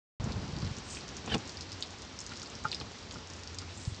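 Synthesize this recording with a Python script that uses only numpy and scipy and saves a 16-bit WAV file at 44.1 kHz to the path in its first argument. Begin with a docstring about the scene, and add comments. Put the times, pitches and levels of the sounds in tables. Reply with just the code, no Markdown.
"""Beside a house in light rain. Far rain is a soft noise wash over a low hum; fine patter and sharp
near drops are resonant ticks that echo off the wall. Someone moves about at a glass door: knocks
and hollow taps ring in damped modes, stick-slip gives a short squeak, friction gives two swishes
and dry scuffs. Handling the microphone adds dull bumps and rumble."""
import sys
import numpy as np
from scipy import signal
from scipy.io import wavfile

SR = 44100
rng = np.random.default_rng(int(sys.argv[2]) if len(sys.argv) > 2 else 0)


def generate_wav(sig):
    """Save sig (samples, or channels by samples) to the path in sys.argv[1] as 16-bit PCM at SR."""
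    pcm = np.round(np.clip(np.atleast_2d(sig).T, -1, 1) * 32767).astype(np.int16)
    wavfile.write(sys.argv[1], SR, pcm)


N = 176400
T = np.arange(N) / SR

# Far rain and outdoor air: freq_hz, relative_density_db
WASH_SPECTRUM = [(25, -19.5), (64, -3.5), (90, -3), (104, -3), (121, -9.5), (234, -6), (292, -8.5),
                 (470, -10), (560, -16), (884, -13.5), (1450, -17), (1850, -18), (3590, -18), (4550, -16.5),
                 (5600, -19.5), (7400, -27.5), (9000, -45)]
# Swell of the wash: time_s, gain_db
WASH_SWELL = [(.2, 0.5), (.9, 1), (1.5, 1), (2.1, -0.5), (2.6, 0.5), (3.3, -1), (4, -0.5)]
# Hum envelope: time_s, level_db
HUM_LEVEL = [(.2, -69.5), (1.1, -61.5), (1.75, -52.5), (2.1, -60), (2.9, -57), (3.3, -50), (3.52, -47.5),
             (4, -50)]
# Handling rumble envelope: time_s, level_db
RUMBLE_LEVEL = [(.2, -39), (.31, -35), (.41, -40), (.46, -38.5), (.52, -42.5), (.67, -37.5), (.75, -50),
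                (1.2, -49.5), (1.33, -36.5), (1.45, -64.5), (2.7, -56.5), (2.84, -46.5), (2.95, -72),
                (3.15, -43.5), (3.3, -69), (3.65, -52), (4, -58)]
# Handling rumble: freq_hz, relative_density_db
RUMBLE_SPECTRUM = [(25, -21.5), (60, 3), (120, -2), (220, -3.5), (400, -15.5), (900, -18), (1600, -26.5),
                   (4000, -41), (9000, -66.5)]
# Bumps on the microphone: start_s, level_db, pitch_hz
MIC_BUMPS = [(0.198, -27, 69), (0.239, -27, 105), (.371, -28.5, 84), (0.53, -34.5, 120), (.563, -32.5, 139),
             (0.627, -25.5, 129), (0.644, -27.5, 102.5), (0.667, -29, 117), (0.71, -31, 113),
             (3.874, -22.5, 105), (3.919, -32.5, 91)]
# Near drops: start_s, relative_level_db, centre_hz, width_hz
NEAR_DROPS = [(0.3208, -27.5, 4400, 1000), (0.5653, -32.5, 4060, 1200), (0.6206, -30.5, 4300, 600),
              (0.6654, -31, 2800, 3180), (0.675, -33, 2820, 3200), (0.7678, -30.5, 5800, 1800),
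              (0.9029, -32, 5800, 1200), (0.9487, -26.5, 4400, 2980), (0.9585, -34, 5900, 3200),
              (0.9702, -29.5, 2590, 800), (1.09, -33, 5970, 2000), (1.1675, -24, 5930, 2000),
              (1.495, -29.5, 4800, 2400), (1.571, -27.5, 4970, 1220), (1.6089, -24.5, 4500, 600),
              (1.719, -28, 4800, 2200), (1.8247, -18, 3890, 1650), (2.0203, -29.5, 5600, 1800),
              (2.1895, -24, 5700, 1600), (2.2038, -24, 6500, 3200), (2.214, -28.5, 5500, 1000),
              (2.2648, -24.5, 5430, 3200), (2.3975, -30.5, 5950, 1000), (2.418, -24, 4630, 2020),
              (2.4316, -32, 5540, 600), (2.4593, -33, 4600, 800), (2.5528, -27.5, 5150, 1400),
              (2.7163, -20, 4360, 1600), (2.7284, -20.5, 2900, 2170), (2.7463, -17.5, 4600, 1210),
              (2.8006, -22.5, 4700, 1200), (2.8121, -28.5, 3050, 1410), (3.1107, -27, 3850, 3200),
              (3.1852, -31, 4730, 800), (3.4744, -27.5, 4800, 1820), (3.5862, -20.5, 4800, 3200),
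              (3.775, -29.5, 7160, 1600)]
# Sleeve-like swishes: middle_s, length_s, level_db
SWISH_STROKES = [(.93, 0.082, -44.5), (3.84, 0.13, -51)]
# Swish noise: freq_hz, relative_density_db
SWISH_SPECTRUM = [(25, -40), (1200, -25), (2500, -10), (4000, -10), (6000, -5), (7300, 2), (9000, 3)]
# Door knocks and their rattle: start_s, relative_level_db, lowpass_hz
DOOR_KNOCKS = [(1.276, -33, 2000), (1.282, -43, 2980), (1.317, -33, 2000), (1.326, -35, 1600),
               (1.3403, -27.5, 3500), (1.3445, -24.5, 6200), (1.352, -22, 1010), (1.364, -27, 1100),
               (1.382, -36, 504), (1.402, -43, 500), (2.811, -32.5, 2020)]
# Door modes: pitch_hz, gain_db, t60_s
DOOR_MODES = [(124, -5, 0.1), (185, -4, 0.06), (248, -8.5, 0.065), (323, -13.5, 0.1), (450, -5, 0.078),
              (725, -11.5, 0.068), (800, -9, 0.061), (1115, -10.5, 0.038), (1340, -9.5, 0.031),
              (2440, -13, 0.068), (2580, -13, 0.035), (3500, -2, 0.033)]
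# Dry scuffs: middle_s, length_s, level_db
SCUFF_STROKES = [(1.301, 0.033, -45.5), (1.33, 0.024, -42), (2.318, .022, -46)]
# Scuff noise: freq_hz, relative_density_db
SCUFF_SPECTRUM = [(25, -29), (300, -3), (1100, -4), (2600, 1), (3600, -4.5), (9000, -20.5)]
# Squeak contour: time_s, pitch_hz, level_db
SQUEAK_CURVE = [(1.313, 3080, -52), (1.320, 3050, -31), (1.325, 3120, -32), (1.331, 3010, -45),
                (1.339, 2800, -34.5), (1.342, 2840, -21.5), (1.347, 2810, -46)]
# Hollow taps: start_s, relative_level_db
HOLLOW_TAPS = [(2.309, -44.5), (2.319, -44), (2.431, -44), (2.646, -34), (2.6501, -29.5), (2.6517, -25),
               (2.663, -41), (3.157, -40), (3.622, -44)]
# Tap modes: pitch_hz, gain_db, t60_s
TAP_MODES = [(140, -4, .08), (290, -10, .06), (587, -13, .07), (860, -5, .06), (1245, 1, .055),
             (1394, 2, .06), (1560, -4, .03), (1890, -13, .05), (2500, -15, .02)]


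def from_db(db):
    """Decibels to gain."""
    return 10 ** (np.asarray(db) / 20)


def unit_rms(x):
    """Scale to rms 1."""
    return x / np.sqrt(np.mean(x ** 2) + 1e-20)


def curves(rows):
    """Each column interpolated linearly over time."""
    times_s, *columns = np.transpose(rows)
    return [np.interp(T, times_s, column) for column in columns]


def butter(x, hz, kind, order=2):
    """Butterworth filter."""
    return signal.sosfilt(signal.butter(order, hz, kind, fs=SR, output="sos"), x + 1e-18)


def resonate(x, hz, width_hz):
    """Two-pole resonance, applied twice for steep skirts."""
    r = np.exp(-np.pi * width_hz / SR)
    section = [(1 - r * r) / 2, 0, (r * r - 1) / 2, 1, -2 * r * np.cos(2 * np.pi * hz / SR), r * r]
    return signal.sosfilt([section, section], x + 1e-18)


def decay(t, t60_s):
    """Exponential decay, 60 dB in t60_s."""
    return np.exp(-np.log(1000) * t / t60_s)


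def add(out, start_s, sound):
    """Mix a sound in at start_s."""
    i = int(np.clip(start_s * SR, 0, N - 1))
    out[i:i + len(sound)] += sound[:N - i]


def drift(rate_hz):
    """Smooth random wander, rms 1."""
    hop, warmup = 40, 2000
    r = np.exp(-2 * np.pi * hop * rate_hz / SR)
    white = rng.standard_normal(N // hop + warmup + 2)
    slow = signal.lfilter([1], [1, -2 * r, r * r], white)[warmup:]
    return np.interp(np.arange(N) / hop, np.arange(len(slow)), unit_rms(slow))


def coloured_noise(spectrum, flicker_db):
    """Noise bands with shared and separate flicker, rms 1."""
    edges_hz = np.geomspace(22, 9500, 27)
    freq_hz, density_db = np.transpose(spectrum)
    white, out = rng.standard_normal((2, N)), 0
    shared = drift(20)
    for k, (low_hz, high_hz) in enumerate(zip(edges_hz, edges_hz[1:])):
        band_db = np.interp(np.log(low_hz * high_hz) / 2, np.log(freq_hz), density_db)
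        wander_db = flicker_db * (shared + drift(25))
        out = out + from_db(band_db + wander_db) * butter(white[k % 2], [low_hz, high_hz], "band")
    return unit_rms(out)


def far_rain(level_db=-47):
    """Distant drops merge into a gently swelling wash."""
    swell_db, = curves(WASH_SWELL)
    return from_db(level_db + swell_db) * coloured_noise(WASH_SPECTRUM, flicker_db=.6)


def hum(pitch_hz=91.3, wander_hz=4.565, waver_db=2):
    """Low tone, wavering in pitch and level."""
    level_db, = curves(HUM_LEVEL)
    phase = 2 * np.pi * np.cumsum(pitch_hz + wander_hz * drift(9.33)) / SR
    tone = np.sin(phase) * from_db(waver_db * drift(11))
    return from_db(level_db) * unit_rms(tone)


def mic_handling(rise_s=.0038):
    """Handling the microphone: lumpy rumble, dull bumps of a few cycles."""
    rumble_db, = curves(RUMBLE_LEVEL)
    out = from_db(rumble_db) * coloured_noise(RUMBLE_SPECTRUM, flicker_db=1.4)
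    t = T[:SR // 10]
    envelope = t / rise_s * np.exp(1 - t / rise_s)
    for start_s, level_db, pitch_hz in MIC_BUMPS:
        add(out, start_s, from_db(level_db) * envelope * np.sin(2 * np.pi * pitch_hz * t))
    return out


def patter(drops_per_s=130, level_db=-58.5, spread_db=7.5):
    """Small drops at random: resonant clicks of uneven size and pitch."""
    sizes = from_db(spread_db * np.minimum(rng.exponential(1, N), 3))
    signs = rng.choice([-1, 1], N)
    clicks = sizes * signs * (rng.random(N) < drops_per_s / SR)
    pitches_hz = np.geomspace(4300, 6600, 10)
    pitch_index = rng.integers(0, len(pitches_hz), N)
    ticks = sum(resonate(clicks * (pitch_index == k), hz, width_hz=2400)
                for k, hz in enumerate(pitches_hz))
    return from_db(level_db) * unit_rms(ticks)


def near_drops(gain_db=-2.5, splash_db=-20.02, spray_db=-11.5, min_width_hz=1400):
    """Each impact: a tick and tiny splash in one broad resonance, plus bright spray."""
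    out, t = np.zeros(N), T[:SR // 50]
    for start_s, level_db, centre_hz, width_hz in NEAR_DROPS:
        wet = from_db(splash_db) * rng.standard_normal(len(t)) * decay(t, t60_s=.014)
        rung = resonate(np.array([t == 0, wet]), centre_hz, max(width_hz, min_width_hz))
        tick, splash = butter(rung, centre_hz * .53, "high", order=4)
        impact = (tick + splash) / np.abs(tick).max()
        burst = rng.standard_normal(len(t)) * decay(t, t60_s=.0074)
        spray = from_db(spray_db) * butter(burst, 5030, "high", order=4)
        add(out, start_s, from_db(level_db + gain_db) * (impact + spray))
    return out


def beside_wall(direct, delay_s=.0064, echo_db=-10, tail_db=-4.5):
    """Direct sound, one wall echo, short scatter from the porch."""
    t = T[:SR // 4]
    echo = np.interp(T - delay_s, T, direct)
    scatter = rng.standard_normal(len(t)) * decay(t, t60_s=.1)
    tail = signal.fftconvolve(direct, scatter / np.linalg.norm(scatter))[:N]
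    return direct + from_db(echo_db) * echo + from_db(tail_db) * tail


def friction(strokes, spectrum, flicker_db):
    """Rubbing noise that swells and dies with each stroke."""
    envelope = sum(from_db(level_db) * np.exp(-2 * ((T - middle_s) / length_s) ** 2)
                   for middle_s, length_s, level_db in strokes)
    return envelope * coloured_noise(spectrum, flicker_db)


def strike(modes, lowpass_hz, crack_db, crack_t60_s, rise_s=.0004):
    """One blow: ringing modes and a noisy crack, dulled by soft contact."""
    ring, t = 0, T[:SR // 4]
    for pitch_hz, gain_db, t60_s in modes:
        gain = from_db(gain_db + rng.normal(0, 1))
        ring = ring + gain * np.sin(2 * np.pi * (pitch_hz * t + rng.random())) * decay(t, t60_s)
    crack = from_db(crack_db) * rng.standard_normal(len(t)) * decay(t, crack_t60_s)
    attack = 1 - np.exp(-t / rise_s)
    return butter((ring + crack) * attack, lowpass_hz, "low")


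def door_knocks(gain_db=-1.5):
    """Knocks and rattle ring the glass door's modes."""
    out = np.zeros(N)
    for start_s, level_db, lowpass_hz in DOOR_KNOCKS:
        knock = strike(DOOR_MODES, lowpass_hz, crack_db=5, crack_t60_s=.035)
        add(out, start_s, from_db(level_db + gain_db) * knock)
    return out


def squeak(jitter_ratio=.015, rough_db=1.5):
    """Short stick-slip tone, uneven in pitch and level."""
    pitch_hz, level_db = curves(SQUEAK_CURVE)
    gate = (T > SQUEAK_CURVE[0][0]) & (T < SQUEAK_CURVE[-1][0])
    phase = 2 * np.pi * np.cumsum(pitch_hz * (1 + jitter_ratio * drift(200))) / SR
    return gate * from_db(level_db + rough_db * drift(200)) * np.sin(phase)


def hollow_taps(gain_db=-4):
    """Light blows with a hollow midrange ring."""
    out = np.zeros(N)
    for start_s, level_db in HOLLOW_TAPS:
        tap = strike(TAP_MODES, lowpass_hz=2200, crack_db=-1, crack_t60_s=.025)
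        add(out, start_s, from_db(level_db + gain_db) * tap)
    return out


def scene():
    """Rain, hum, movement at the door and handling, in mono."""
    outdoors = far_rain() + hum() + beside_wall(near_drops() + patter())
    swishes = friction(SWISH_STROKES, SWISH_SPECTRUM, flicker_db=0)
    scuffs = friction(SCUFF_STROKES, SCUFF_SPECTRUM, flicker_db=4)
    door = door_knocks() + hollow_taps() + squeak()
    return (outdoors + swishes + scuffs + door + mic_handling())[None]


def record(dry, start_s=.199, highpass_hz=41.3, lowpass_hz=7900, cutoff_hz=8850):
    """Sound cuts in; the microphone thins deep bass and dulls the top, which is then cut."""
    thinned = butter(dry * (T >= start_s), highpass_hz, "high")
    dulled = butter(thinned, lowpass_hz, "low", order=8)
    return signal.sosfilt(signal.ellip(10, .3, 70, cutoff_hz, fs=SR, output="sos"), dulled)


dry = scene()
out = record(dry)
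generate_wav(out)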